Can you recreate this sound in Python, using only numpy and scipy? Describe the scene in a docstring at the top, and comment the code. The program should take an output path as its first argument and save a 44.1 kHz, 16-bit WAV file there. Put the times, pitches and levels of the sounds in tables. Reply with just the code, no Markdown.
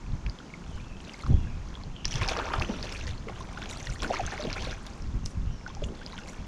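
"""A calm lake, on a paddle board, with a small microphone close to the water: two paddle strokes.
The blade churns air into the water, where it rings as bubbles; spray and drips patter back between strokes.
Wind buffets the microphone. From far off, thin whistles, mostly falling, like a bird,
carry over the hush of the shore."""
import sys
import numpy as np
from scipy import signal
from scipy.fft import rfft, irfft
from scipy.io import wavfile
from scipy.ndimage import uniform_filter1d

SR = 44100
rng = np.random.default_rng(int(sys.argv[2]) if len(sys.argv) > 2 else 0)


def put_to_file(sound):
    """Save the sound as 16-bit audio at rate SR, in the file named by the first command-line argument."""
    columns = np.atleast_2d(sound).T  # one column per channel
    safe = np.clip(columns, -1, 1)
    whole_steps = np.round(safe * 32767)
    wavfile.write(sys.argv[1], SR, whole_steps.astype(np.int16))


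N = 285327
TIME = np.arange(N) / SR
STEPS = np.arange(0, N, 32) / SR  # coarse clock for envelopes, t/s


def amp(db):
    """Decibels to gain."""
    return 10 ** (np.asarray(db) / 20)


def unit(x):
    """Scales to rms 1."""
    return x / np.sqrt(np.mean(x ** 2) + 1e-20)


def add(mix, s, sound):
    """Mixes a sound in at time s."""
    part = mix[max(round(s * SR), 0):][:len(sound)]
    part += sound[:len(part)]


def colour(x, spectrum):
    """Minimum-phase filter whose gain follows (f/Hz, level/dB) points."""
    hz, db = np.transpose(spectrum)
    bin_hz = abs(np.fft.fftfreq(4096, 1 / SR))
    log_gain = np.log(amp(np.interp(np.log(bin_hz + 1), np.log(hz), db)))
    response = np.exp(np.conj(signal.hilbert(log_gain)))
    return signal.oaconvolve(x, np.fft.ifft(response).real)[:N]


def drift(rate_hz):
    """A random wander of rms 1, up to about the given rate."""
    hz = np.fft.rfftfreq(N, 1 / SR)
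    return unit(irfft(rfft(rng.standard_normal(N)) * np.exp(-(hz / rate_hz) ** 2), N))


def steadied(x, size):
    """Evens out the level over stretches of size samples and keeps the finer grain."""
    power = uniform_filter1d(uniform_filter1d(x ** 2, size), size)
    return x / np.sqrt(abs(power) + 1e-12)


def hump(middle, length):
    """A smooth swell and fall of height 1."""
    return np.exp(-(2 * (STEPS - middle) / length) ** 2)


def burst(start, rise_s, hold_s, fall_s):
    """Rises to 1, holds until hold_s after the start, then dies away."""
    age = STEPS - start
    return np.clip(age / rise_s, 0, 1) * np.exp(-np.maximum(age - hold_s, 0) / fall_s)


def echo(x, t60):
    """Diffuse reflections, about as strong as x in total, that fall 60 dB in t60 seconds."""
    t = TIME[:SR]
    tail = rng.standard_normal(SR) * np.exp(-np.log(1000) * t / t60) * (t > .001)
    return signal.oaconvolve(x, tail / np.linalg.norm(tail))[:N]


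# Spectrum of the distant shore: f/Hz, level/dB
SHORE_SPECTRUM = [(30, -25), (180, 10.5), (400, -2.5), (630, -6.5), (1000, -4.5), (2000, -14),
                  (2700, -17.5), (4000, -18), (6300, -17), (15000, -39.5)]


def shore(level_db=-48.5):
    """The steady hush of trees and open water, far off."""
    swell_db = .5 * drift(2)
    return amp(level_db + swell_db) * unit(colour(rng.standard_normal(N), SHORE_SPECTRUM))


# Pressure of the breeze at the microphone, between gusts: t/s, level/dB
BREEZE_PRESSURE = [(0, -43), (0.5, -52.5), (0.9, -38.5), (1.15, -52), (1.55, -33.5), (2.0, -49), (2.4, -39),
                   (3.5, -40.5), (4.3, -41.5), (6.47, -44.5)]
# Gusts at the microphone: middle t/s, length/s, level/dB
WIND_GUSTS = [(0.12, 0.11, -28), (0.273, 0.066, -27), (0.736, 0.17, -36), (1.324, 0.085, -14),
              (1.38, 0.23, -27.5), (1.884, 0.16, -36.5), (2.068, 0.067, -32), (2.22, 0.2, -29.5),
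              (2.6, 0.096, -29), (2.811, 0.02, -32.5), (3.092, 0.2, -33.5), (3.904, 0.053, -29.5),
              (4.038, 0.078, -33.5), (4.246, 0.097, -33), (4.506, 0.063, -34.5), (4.664, 0.2, -34.5),
              (5.06, 0.091, -29), (5.156, 0.037, -21), (5.248, 0.1, -32), (5.4, 0.095, -28),
              (5.489, 0.11, -28), (5.834, 0.13, -30.5), (6.413, 0.072, -36)]


def wind_pressure():
    """Gusts swell and pass on top of the breeze; in dB."""
    breeze = amp(np.interp(STEPS, *np.transpose(BREEZE_PRESSURE)))
    power = breeze ** 2 + sum((amp(db) * hump(s, length)) ** 2 for s, length, db in WIND_GUSTS)
    return np.interp(TIME, STEPS, 10 * np.log10(power))


# Spectra of the large and the small eddies at the microphone port: f/Hz, level/dB
RUMBLE_SPECTRUM = [(8, -10), (25, 0.5), (48, -0.5), (90, -5.5), (150, -13.5), (230, -20), (350, -34),
                   (700, -63.5), (2000, -48.5), (6000, -72)]
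EDGE_SPECTRUM = [(60, 12), (130, 8.5), (220, 3), (330, 2), (450, -8.5), (900, -17.5), (3000, -105)]
# Hard buffets, right on the diaphragm: middle t/s, level/dB, f/Hz, length/s
WIND_BUFFETS = [(1.304, -20.5, 195, 0.014), (1.311, -14, 81, 0.014), (1.344, -11.5, 57.6, 0.023),
                (2.158, -25.5, 125, 0.035), (2.229, -23.5, 84.5, 0.047), (2.592, -26, 120, 0.029),
                (5.16, -28, 66, 0.052)]


def wind(level_db=-2.0, flutter_db=2.5, ceiling_db=-24, edge_db=3):
    """Eddies rumble at the microphone port; buffets shove the diaphragm for a few swings."""
    pressure_db = wind_pressure()
    rumble = colour(rng.standard_normal(N), RUMBLE_SPECTRUM) * amp(flutter_db * drift(22))
    out = amp(level_db + np.minimum(pressure_db, ceiling_db)) * steadied(rumble, size=2200)
    # faster air sheds smaller eddies, so a rougher edge grows with the square of the pressure
    edge = steadied(colour(rng.standard_normal(N), EDGE_SPECTRUM), size=1500)
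    out += amp(edge_db + 2 * pressure_db) * edge
    for s, db, hz, length in WIND_BUFFETS:
        t = np.arange(-length / 2, length / 2, 1 / SR)
        shove = np.cos(np.pi * t / length) ** 2 * np.cos(2 * np.pi * hz * t)
        add(out, s - length / 2, amp(db) * shove)
    return out


# Wavelets and run-off around the board: middle t/s, length/s, level/dB of churn, spray, mist
BOARD_LAPS = [(0.745, 0.33, -55.5, -61.5, -80), (1.165, 0.39, -51, -56, -73.5),
              (1.767, 0.22, -49, -59.5, -92), (2.882, 0.51, -44, -46.5, -73.5),
              (3.394, 0.13, -46.5, -51, -75.5), (3.655, 0.53, -44.5, -51.5, -80),
              (3.885, 0.42, -50, -52, -66), (4.882, 0.25, -49.5, -58, -74.5),
              (6.201, 0.58, -48.5, -54, -78)]
# Paddle strokes, close by: blade in t/s, pull length/s, level/dB of churn, spray, mist
PADDLE_STROKES = [(2.067, 0.52, -34, -47, -74.5), (3.987, 0.71, -42, -46.5, -75)]
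# Water breaking over the blade or the board: t/s, level/dB of churn, spray, mist
BLADE_SPLASHES = [(2.072, -51.5, -61, -81), (2.108, -53, -41, -61), (2.148, -68, -38, -79),
                  (2.209, -42.5, -36.5, -66), (2.282, -34, -33.5, -61), (2.363, -36.5, -64, -84),
                  (2.528, -33, -80, -68), (2.608, -32, -46, -66.5), (2.688, -36.5, -56, -82),
                  (2.83, -40, -46, -71), (2.918, -61, -51, -61), (3.066, -46, -44, -69),
                  (3.277, -38, -51.5, -75), (3.692, -51, -48.5, -58.5), (3.765, -55, -59, -73),
                  (4.019, -33, -45, -60), (4.122, -32, -41.5, -66), (4.318, -36.5, -60, -70),
                  (4.555, -35, -55, -72), (4.614, -45, -42, -64), (4.701, -39, -41, -72),
                  (5.25, -73, -54, -64), (5.671, -53, -50, -97), (5.828, -68, -56, -69.5),
                  (6.175, -59, -55, -71), (6.27, -47.5, -62, -60.5)]


def stirring(layer):
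    """Level and vigour (0 to 1) of churn (layer 0), spray (1) or mist (2) as the water is stirred."""
    ripple_db = (-58, -65.5, -102)[layer]  # the lake never quite rests
    catch_s = (0.19, 0.009, 0.028)[layer]  # the blade throws spray before it drags air under
    laps = [amp(db[layer]) * hump(s, length) for s, length, *db in BOARD_LAPS]
    strokes = [amp(db[layer]) * burst(s, catch_s, hold_s=length, fall_s=0.018)
               for s, length, *db in PADDLE_STROKES]
    splashes = [amp(db[layer]) * burst(s, rise_s=0.0065, hold_s=0.0065, fall_s=0.047)
                for s, *db in BLADE_SPLASHES]
    power = amp(ripple_db) ** 2 + sum(part ** 2 for part in strokes + splashes + laps)
    level = np.interp(TIME, STEPS, np.sqrt(power))
    return level, np.sqrt(level / level.max())


def bubble(hz, t60, rise, onset_cycles=0.71):
    """A pocket of air rings as a dying sine; its pitch slides as it nears the surface or changes shape."""
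    t = np.arange(int(t60 * SR) + 20) / SR
    swell = 1 - np.exp(-(hz * t / onset_cycles) ** 2)
    decay = np.exp(-np.log(1000) * t / t60)
    return swell * decay * np.sin(2 * np.pi * hz * t * (1 + rise * t / t60 / 2))


def bubble_cloud(per_s, low_hz, high_hz, cycles, spread_db, sizes):
    """Random bubbles, mostly faint, born at a rate per_s that may vary in time."""
    births = np.flatnonzero(rng.random(N) < per_s / SR)
    strength = amp(spread_db * np.minimum(rng.exponential(1, N), 3.5))
    size = rng.integers(0, sizes, N)
    ring_cycles = cycles * np.exp(rng.uniform(-1, 1, sizes))
    rises = rng.uniform(-.1, .8, sizes)
    rings, cloud = [], np.zeros(N)
    for hz, life, rise in zip(np.geomspace(low_hz, high_hz, sizes), ring_cycles, rises):
        ring = bubble(hz, life / hz, rise)
        rings.append(ring * np.sqrt(hz) / np.linalg.norm(ring))  # even energy per Hz
    for n in births:
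        add(cloud, n / SR, strength[n] * rings[size[n]])
    return unit(cloud)


# Spectrum of churned water, close by: f/Hz, level/dB
CHURN_SPECTRUM = [(100, -28.5), (270, 0.5), (480, 2.5), (800, 2), (1300, 0.5), (2000, -7), (3200, -14),
                  (6000, -7), (15000, -18)]


def churn(level_db=-4, lumps_db=0.36):
    """Air dragged under gurgles in foam as crowded bubbles, more of them the harder the blade pulls."""
    level, vigour = stirring(layer=0)
    gurgle = bubble_cloud(1400 * vigour, 250, 3250, cycles=25, spread_db=3.2, sizes=90)
    foam = amp(-6.5) * rng.standard_normal(N)
    water = steadied(colour(gurgle + foam, CHURN_SPECTRUM), size=2000)
    return amp(level_db + lumps_db * drift(39)) * level * water


# Spectrum of spray landing near the microphone: f/Hz, level/dB
SPRAY_SPECTRUM = [(400, -23), (1400, -4), (2400, 2), (3500, -1), (4800, -4.5), (6400, -5.5), (8000, -26),
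                  (15000, -12.5)]


def spray(level_db=-0.36, clumps_db=1.6):
    """Droplets fall in clumps and trap tiny bubbles: tinkles on calm water, a fizz when it is stirred."""
    level, vigour = stirring(layer=1)
    tinkle = bubble_cloud(3600 * vigour ** 1.5, 1400, 10100, cycles=30, spread_db=4, sizes=90)
    fizz = amp(2.5) * vigour * rng.standard_normal(N)
    water = steadied(colour(tinkle + fizz, SPRAY_SPECTRUM), size=2000)
    return amp(level_db + clumps_db * drift(20.6)) * level * water


# Spectrum of the finest droplets, close by: f/Hz, level/dB
MIST_SPECTRUM = [(3000, -54), (5500, -8.5), (8000, -7.5), (10000, -11.5), (15000, -29)]


def mist(level_db=12, fizz_db=-2, clumps_db=3.0):
    """The finest droplets leave pinhead bubbles that prickle on the surface."""
    level, vigour = stirring(layer=2)
    prickle = bubble_cloud(1000 * vigour, 5500, 14000, cycles=32, spread_db=4.5, sizes=50)
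    fizz = amp(fizz_db) * rng.standard_normal(N)
    water = steadied(colour(prickle + fizz, MIST_SPECTRUM), size=4000)
    return amp(level_db + clumps_db * drift(61)) * level * water


# Bubbles and drips nearest the microphone: t/s, f/Hz, level/dB, ring/cycles, relative pitch rise
NEAR_BUBBLES = [(0.0645, 2570, -36, 22, -0.2), (0.121, 3320, -35, 17, 1.3), (0.264, 2580, -22, 15.6, -0.22),
                (0.297, 4740, -27, 40, -0.005), (0.388, 3440, -29, 18, -0.21),
                (0.402, 1490, -35.5, 29, -0.24), (0.502, 2180, -42, 57, 0.21),
                (0.538, 2270, -30.5, 57, -0.32), (0.775, 1470, -38.5, 28, 0), (0.8, 2400, -40, 65, 0.063),
                (1.004, 2900, -28, 13, 0.11), (1.049, 3870, -36, 30, 0.11), (1.0765, 2760, -36, 34, -0.13),
                (1.095, 2960, -25, 22, -0.15), (1.136, 5100, -38, 130, -0.57),
                (1.142, 2110, -31.5, 37, 0.15), (1.204, 2220, -38, 55, -0.17), (1.222, 4130, -38, 55, 0.13),
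                (1.236, 1220, -28.5, 27, 0.43), (1.264, 1210, -20, 11.4, -0.25),
                (1.471, 1605, -40, 48, 0.1), (1.753, 3470, -30, 36, -0.24), (1.836, 4400, -29.5, 22, -0.16),
                (1.964, 3100, -30, 34, 0.057), (2.047, 2750, -20.5, 22, 0.75), (2.054, 4720, -6, 21, 0.93),
                (2.08, 5970, -25, 55, 0.085), (2.11, 5740, -26, 70, -0.049), (2.122, 5900, -24, 55, -0.21),
                (2.129, 2850, -20.5, 22, 0.4), (2.1402, 4900, -22, 35, -0.082), (2.14, 2700, -25, 30, 0.11),
                (2.156, 5100, -17, 20, 0.8), (2.157, 3400, -24, 30, -0.095), (2.213, 2340, -26, 80, -1.5),
                (2.217, 1120, -25, 32, -0.3), (2.231, 2430, -21.5, 35, 0.11), (2.261, 4470, -28, 30, 0.68),
                (2.278, 5600, -20, 38, -0.2), (2.287, 4300, -7, 15, 0.58), (2.292, 2480, -18, 27, -0.14),
                (2.292, 630, -34, 20, -0.55), (2.316, 3400, -21, 24, 0.2), (2.318, 690, -24, 17, 0.25),
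                (2.365, 1230, -20, 21, -0.13), (2.3716, 4870, -17.5, 14, 0.52),
                (2.38, 458, -24.5, 27, 0.28), (2.389, 3900, -26, 46, -0.72), (2.384, 670, -26, 32, 0.1),
                (2.39, 1290, -21, 22, 0.1), (2.397, 1068, -23.5, 41, 1.6), (2.396, 810, -16, 17, 0.91),
                (2.456, 5550, -29.5, 36, 0.33), (2.467, 2330, -28, 29, 0.3), (2.504, 945, -24.5, 24, 0.15),
                (2.522, 2800, -30, 26, 0.39), (2.5358, 1610, -15.5, 17, -0.43),
                (2.537, 3300, -18.5, 14, -0.031), (2.538, 1190, -18.5, 42, 0.38),
                (2.537, 780, -17.5, 15, -0.055), (2.582, 1027, -34, 33, 0.099),
                (2.598, 4430, -12.5, 9, 0.19), (2.603, 660, -25.5, 17, 0.91), (2.61, 1043, -26.5, 45, 1.0),
                (2.622, 2510, -12, 19, 0.2), (2.647, 2700, -25.5, 34, 0.61), (2.692, 447, -26, 11, 0.44),
                (2.693, 255, -20, 17, -1.03), (2.747, 2910, -32.5, 28, 0.2),
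                (2.828, 4940, -18.5, 27, -0.17), (2.869, 2460, -30, 28, 0.2), (2.924, 4940, -25, 42, 0.44),
                (2.949, 2330, -32, 57, 1.1), (2.96, 2380, -26, 24, 0.08), (2.99, 5060, -34, 32, 0.1),
                (3.011, 2500, -28.5, 40, 0.72), (3.069, 4600, -21, 19, -0.094),
                (3.071, 1880, -30, 24, 0.11), (3.11, 3660, -31.5, 39, 0.04), (3.078, 1700, -23, 14, 0.52),
                (3.268, 433, -29.5, 21, 0.22), (3.286, 2120, -28.5, 28, -0.04), (3.295, 710, -25, 13, 0.41),
                (3.405, 9150, -34, 30, 0), (3.406, 1060, -31, 45, -0.18), (3.53, 8900, -36, 30, -0.18),
                (3.574, 1310, -28, 37, 0.94), (3.619, 2400, -17.5, 7.6, 0.041), (3.623, 1440, -30, 28, 0.2),
                (3.628, 3700, -24, 18, -0.12), (3.636, 1650, -29, 24, 0.081),
                (3.658, 2830, -16.5, 9.2, 0.31), (3.692, 6960, -27.5, 36, -0.29),
                (3.702, 9000, -28, 14, 0.26), (3.711, 3800, -27, 47, 0.049), (3.711, 6150, -38, 34, 0.28),
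                (3.729, 2100, -32, 40, -0.11), (3.772, 4450, -32, 38, 0.1), (3.7733, 8800, -29, 35, 0),
                (3.828, 5850, -28.5, 40, 0.88), (3.871, 4600, -24.5, 21, -0.54),
                (3.87, 1890, -26.5, 43, 0.038), (3.893, 1440, -32.5, 38, 0.0016),
                (3.901, 5530, -24.5, 27, 0.1), (3.959, 1840, -31, 28, -0.024),
                (4.021, 5400, -19, 26, 0.016), (4.032, 3320, -10, 7.2, 0.15),
                (4.045, 1444, -20.5, 34, 0.15), (4.05, 564, -33, 30, 0.97), (4.106, 508, -21.5, 22, 0.21),
                (4.14, 1180, -19.5, 25, 0.39), (4.148, 5000, -24, 30, 0.52), (4.151, 3880, -29, 36, 0.46),
                (4.158, 1750, -23.5, 34, 0.67), (4.188, 6200, -29, 40, 0.36), (4.206, 2620, -29, 43, -0.12),
                (4.167, 2280, -21.5, 32, -0.1), (4.2648, 6360, -24.5, 78, -0.1),
                (4.2645, 8750, -24, 25, -0.49), (4.276, 1420, -29.5, 70, 1.2), (4.285, 2030, -41, 63, 1.4),
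                (4.32, 1745, -30, 71, 0.15), (4.378, 1900, -18, 11.5, 0.39), (4.337, 786, -30, 25, -0.0008),
                (4.395, 592, -30.5, 63, 0.12), (4.411, 3800, -26.5, 32, 0.015), (4.424, 4350, -25, 30, 0.2),
                (4.439, 3780, -24, 28, -0.057), (4.4501, 473, -17, 11.4, -0.016),
                (4.452, 292, -30, 35, 0.096), (4.468, 160, -26, 20, -0.52), (4.5005, 2370, -23, 27, -0.043),
                (4.529, 5200, -13, 15, -0.25), (4.537, 3880, -25.5, 25, 0.2), (4.565, 2040, -28, 34, -0.02),
                (4.58, 2180, -29, 69, 0.75), (4.607, 3000, -33, 55, 0.3), (4.649, 3720, -24, 37, 0.15),
                (4.653, 2320, -32.5, 58, 0.6), (4.67, 540, -24.5, 16, -0.2), (4.718, 1670, -27, 17, -0.73),
                (4.728, 1660, -26.5, 20, -0.092), (4.866, 5380, -19, 8.1, 0.16),
                (4.8657, 10000, -25.5, 17, 0.18), (4.87, 3540, -30, 24, 0.1), (5.022, 5460, -34, 37, -0.09),
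                (5.26, 5700, -14.5, 17.4, -0.31), (5.663, 1454, -26.5, 44, 0.15),
                (5.679, 830, -35, 32, 0.21), (5.7, 1036, -39.5, 56, 0.22), (5.75, 5470, -23.5, 12.5, 0.24),
                (5.768, 830, -33.5, 32, -0.26), (5.819, 591, -29.5, 40, -0.15), (5.821, 423, -29, 21, 0.16),
                (5.838, 3430, -31, 56, 0), (5.84, 2880, -29, 57, -0.041), (5.841, 6800, -31, 40, 0),
                (5.855, 248, -35, 15, -0.67), (6.014, 1450, -38.5, 93, 0.81),
                (6.063, 4650, -23.5, 39, 0.22), (6.1235, 4050, -31.5, 32, -0.065),
                (6.129, 2070, -39.5, 50, -0.18), (6.132, 1060, -38.5, 52, -0.21),
                (6.179, 3250, -25.5, 21, -0.24), (6.185, 1560, -35, 68, -0.38),
                (6.274, 6850, -35, 19, -1.1), (6.276, 9800, -29, 12, -0.072),
                (6.286, 2030, -41.5, 130, 0.78)]
# Spectrum of the surface breaking: f/Hz, level/dB
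SPLAT_SPECTRUM = [(60, -39), (200, 3), (800, 2), (5000, 3.5), (8000, -18), (15000, -11)]


def plops(level_db=0, splat_db=-23, splat_s=0.0019, lead_s=0.0015):
    """The surface breaks with a brief splat, and the trapped air rings just after."""
    rings, splats = np.zeros(N), np.zeros(N)
    t = TIME[:SR // 40]
    splat_shape = t / splat_s * np.exp(1 - t / splat_s)
    for s, hz, db, cycles, rise in NEAR_BUBBLES:
        add(rings, s, amp(db) * bubble(hz, cycles / hz, rise, onset_cycles=0.99))
        add(splats, s - lead_s, amp(db) * rng.standard_normal(len(t)) * splat_shape)
    return amp(level_db) * (rings + amp(splat_db) * colour(splats, SPLAT_SPECTRUM))


# Whistles from far off: t/s, length/s, start f/Hz, end f/Hz, level/dB, relative pitch quaver
FAR_WHISTLES = [(0.67, 0.14, 3480, 2830, -58, 0.045), (0.802, 0.15, 2720, 2580, -55.5, 0.025),
                (1.306, 0.048, 3465, 3280, -52, 0.021), (1.364, 0.19, 2900, 2420, -55.5, 0.043),
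                (1.929, 0.12, 3240, 2810, -52.5, 0.061), (2.602, 0.16, 6300, 5780, -52, 0.012),
                (5.442, 0.1, 2530, 3050, -58, 0.055), (5.486, 0.19, 5950, 5180, -59, 0.011),
                (5.958, 0.073, 3560, 3250, -55, 0.05), (6.385, 0.08, 3290, 3420, -58, 0.023)]


def whistles(direct_db=-5, trees_db=-2):
    """Thin, quavering notes glide, mostly down, and level off, smeared by echoes among far trees."""
    out, waver = np.zeros(N), drift(300)
    for s, length, start_hz, end_hz, db, quaver in FAR_WHISTLES:
        progress = np.linspace(0, 1, int(length * SR))
        glide_hz = end_hz + (start_hz - end_hz) * (1 - progress) ** 2
        hz = glide_hz * (1 + quaver * waver[int(s * SR):][:len(progress)])
        level = amp(db) * signal.windows.tukey(len(progress), .3)
        add(out, s, level * np.sin(2 * np.pi * np.cumsum(hz) / SR))
    return amp(direct_db) * out + amp(trees_db) * echo(out, t60=0.73)


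# Water closing behind the blade, beside the board: middle t/s, level/dB, length/s
BLADE_SLOSHES = [(2.718, -41.5, 0.21), (4.069, -39.5, 0.21), (4.462, -38, 0.13), (5.907, -44.5, 0.22)]
# Spectrum of a slosh: f/Hz, level/dB
SLOSH_SPECTRUM = [(80, -23), (170, 4.5), (300, 15), (520, 2), (900, -5), (3000, -79)]


def sloshes():
    """The hollow behind the blade collapses in a soft, low rush."""
    swell = np.zeros(N)
    for s, db, length in BLADE_SLOSHES:
        add(swell, s - length / 2, amp(db) * np.hanning(int(length * SR)))
    return swell * steadied(colour(rng.standard_normal(N), SLOSH_SPECTRUM), size=1500)


# The blade's air pocket pinching off, close by: t/s, f/Hz, level/dB, length/s, relative pitch change
BLADE_GULPS = [(4.102, 769, -24, 0.02, -0.097), (4.1943, 845, -24.5, 0.022, -0.17)]


def gulps(rise_s=0.00025):
    """A large air pocket wobbles as its neck closes: it rings on while its pitch settles, then stops."""
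    out = np.zeros(N)
    wobble, shudder = 1 + .05 * drift(200), amp(2 * drift(250))
    for s, hz, db, length, change in BLADE_GULPS:
        t = TIME[:int(2 * length * SR)]
        span = slice(round(s * SR), round(s * SR) + len(t))
        pitch = hz * (1 + change * np.tanh(2 * t / length)) * wobble[span]
        level = amp(db) * (1 - np.exp(-t / rise_s)) * np.exp(-(t / length) ** 4) * shudder[span]
        add(out, s, level * np.sin(2 * np.pi * np.cumsum(pitch) / SR))
    return out


def reflections(water, board_db=-13, bank_db=-24):
    """Board and paddler scatter a short echo of the water; the wooded bank adds a faint, longer one."""
    return water + amp(board_db) * echo(water, t60=0.1) + amp(bank_db) * echo(water, t60=1.0)


def scene():
    """Water close by, the shore far off, and wind on the microphone."""
    water = reflections(churn() + gulps() + sloshes() + spray() + mist() + plops())
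    return (water + wind() + shore() + whistles())[None]


# Response of the small microphone: f/Hz, level/dB
MICROPHONE_RESPONSE = [(20, 2.5), (6600, -0.5), (7200, -1), (7900, -6), (9800, -6.5), (11300, -15),
                       (12300, -9.5), (15500, -26)]


def record(dry):
    """One small microphone, dull in the top octave and cut off above 15.7 kHz."""
    heard = colour(dry[0], MICROPHONE_RESPONSE)
    lowpass = signal.firwin(511, 15700, window=("kaiser", 9), fs=SR)
    return signal.oaconvolve(heard, lowpass, "same")[None]


dry = scene()
out = record(dry)
put_to_file(out)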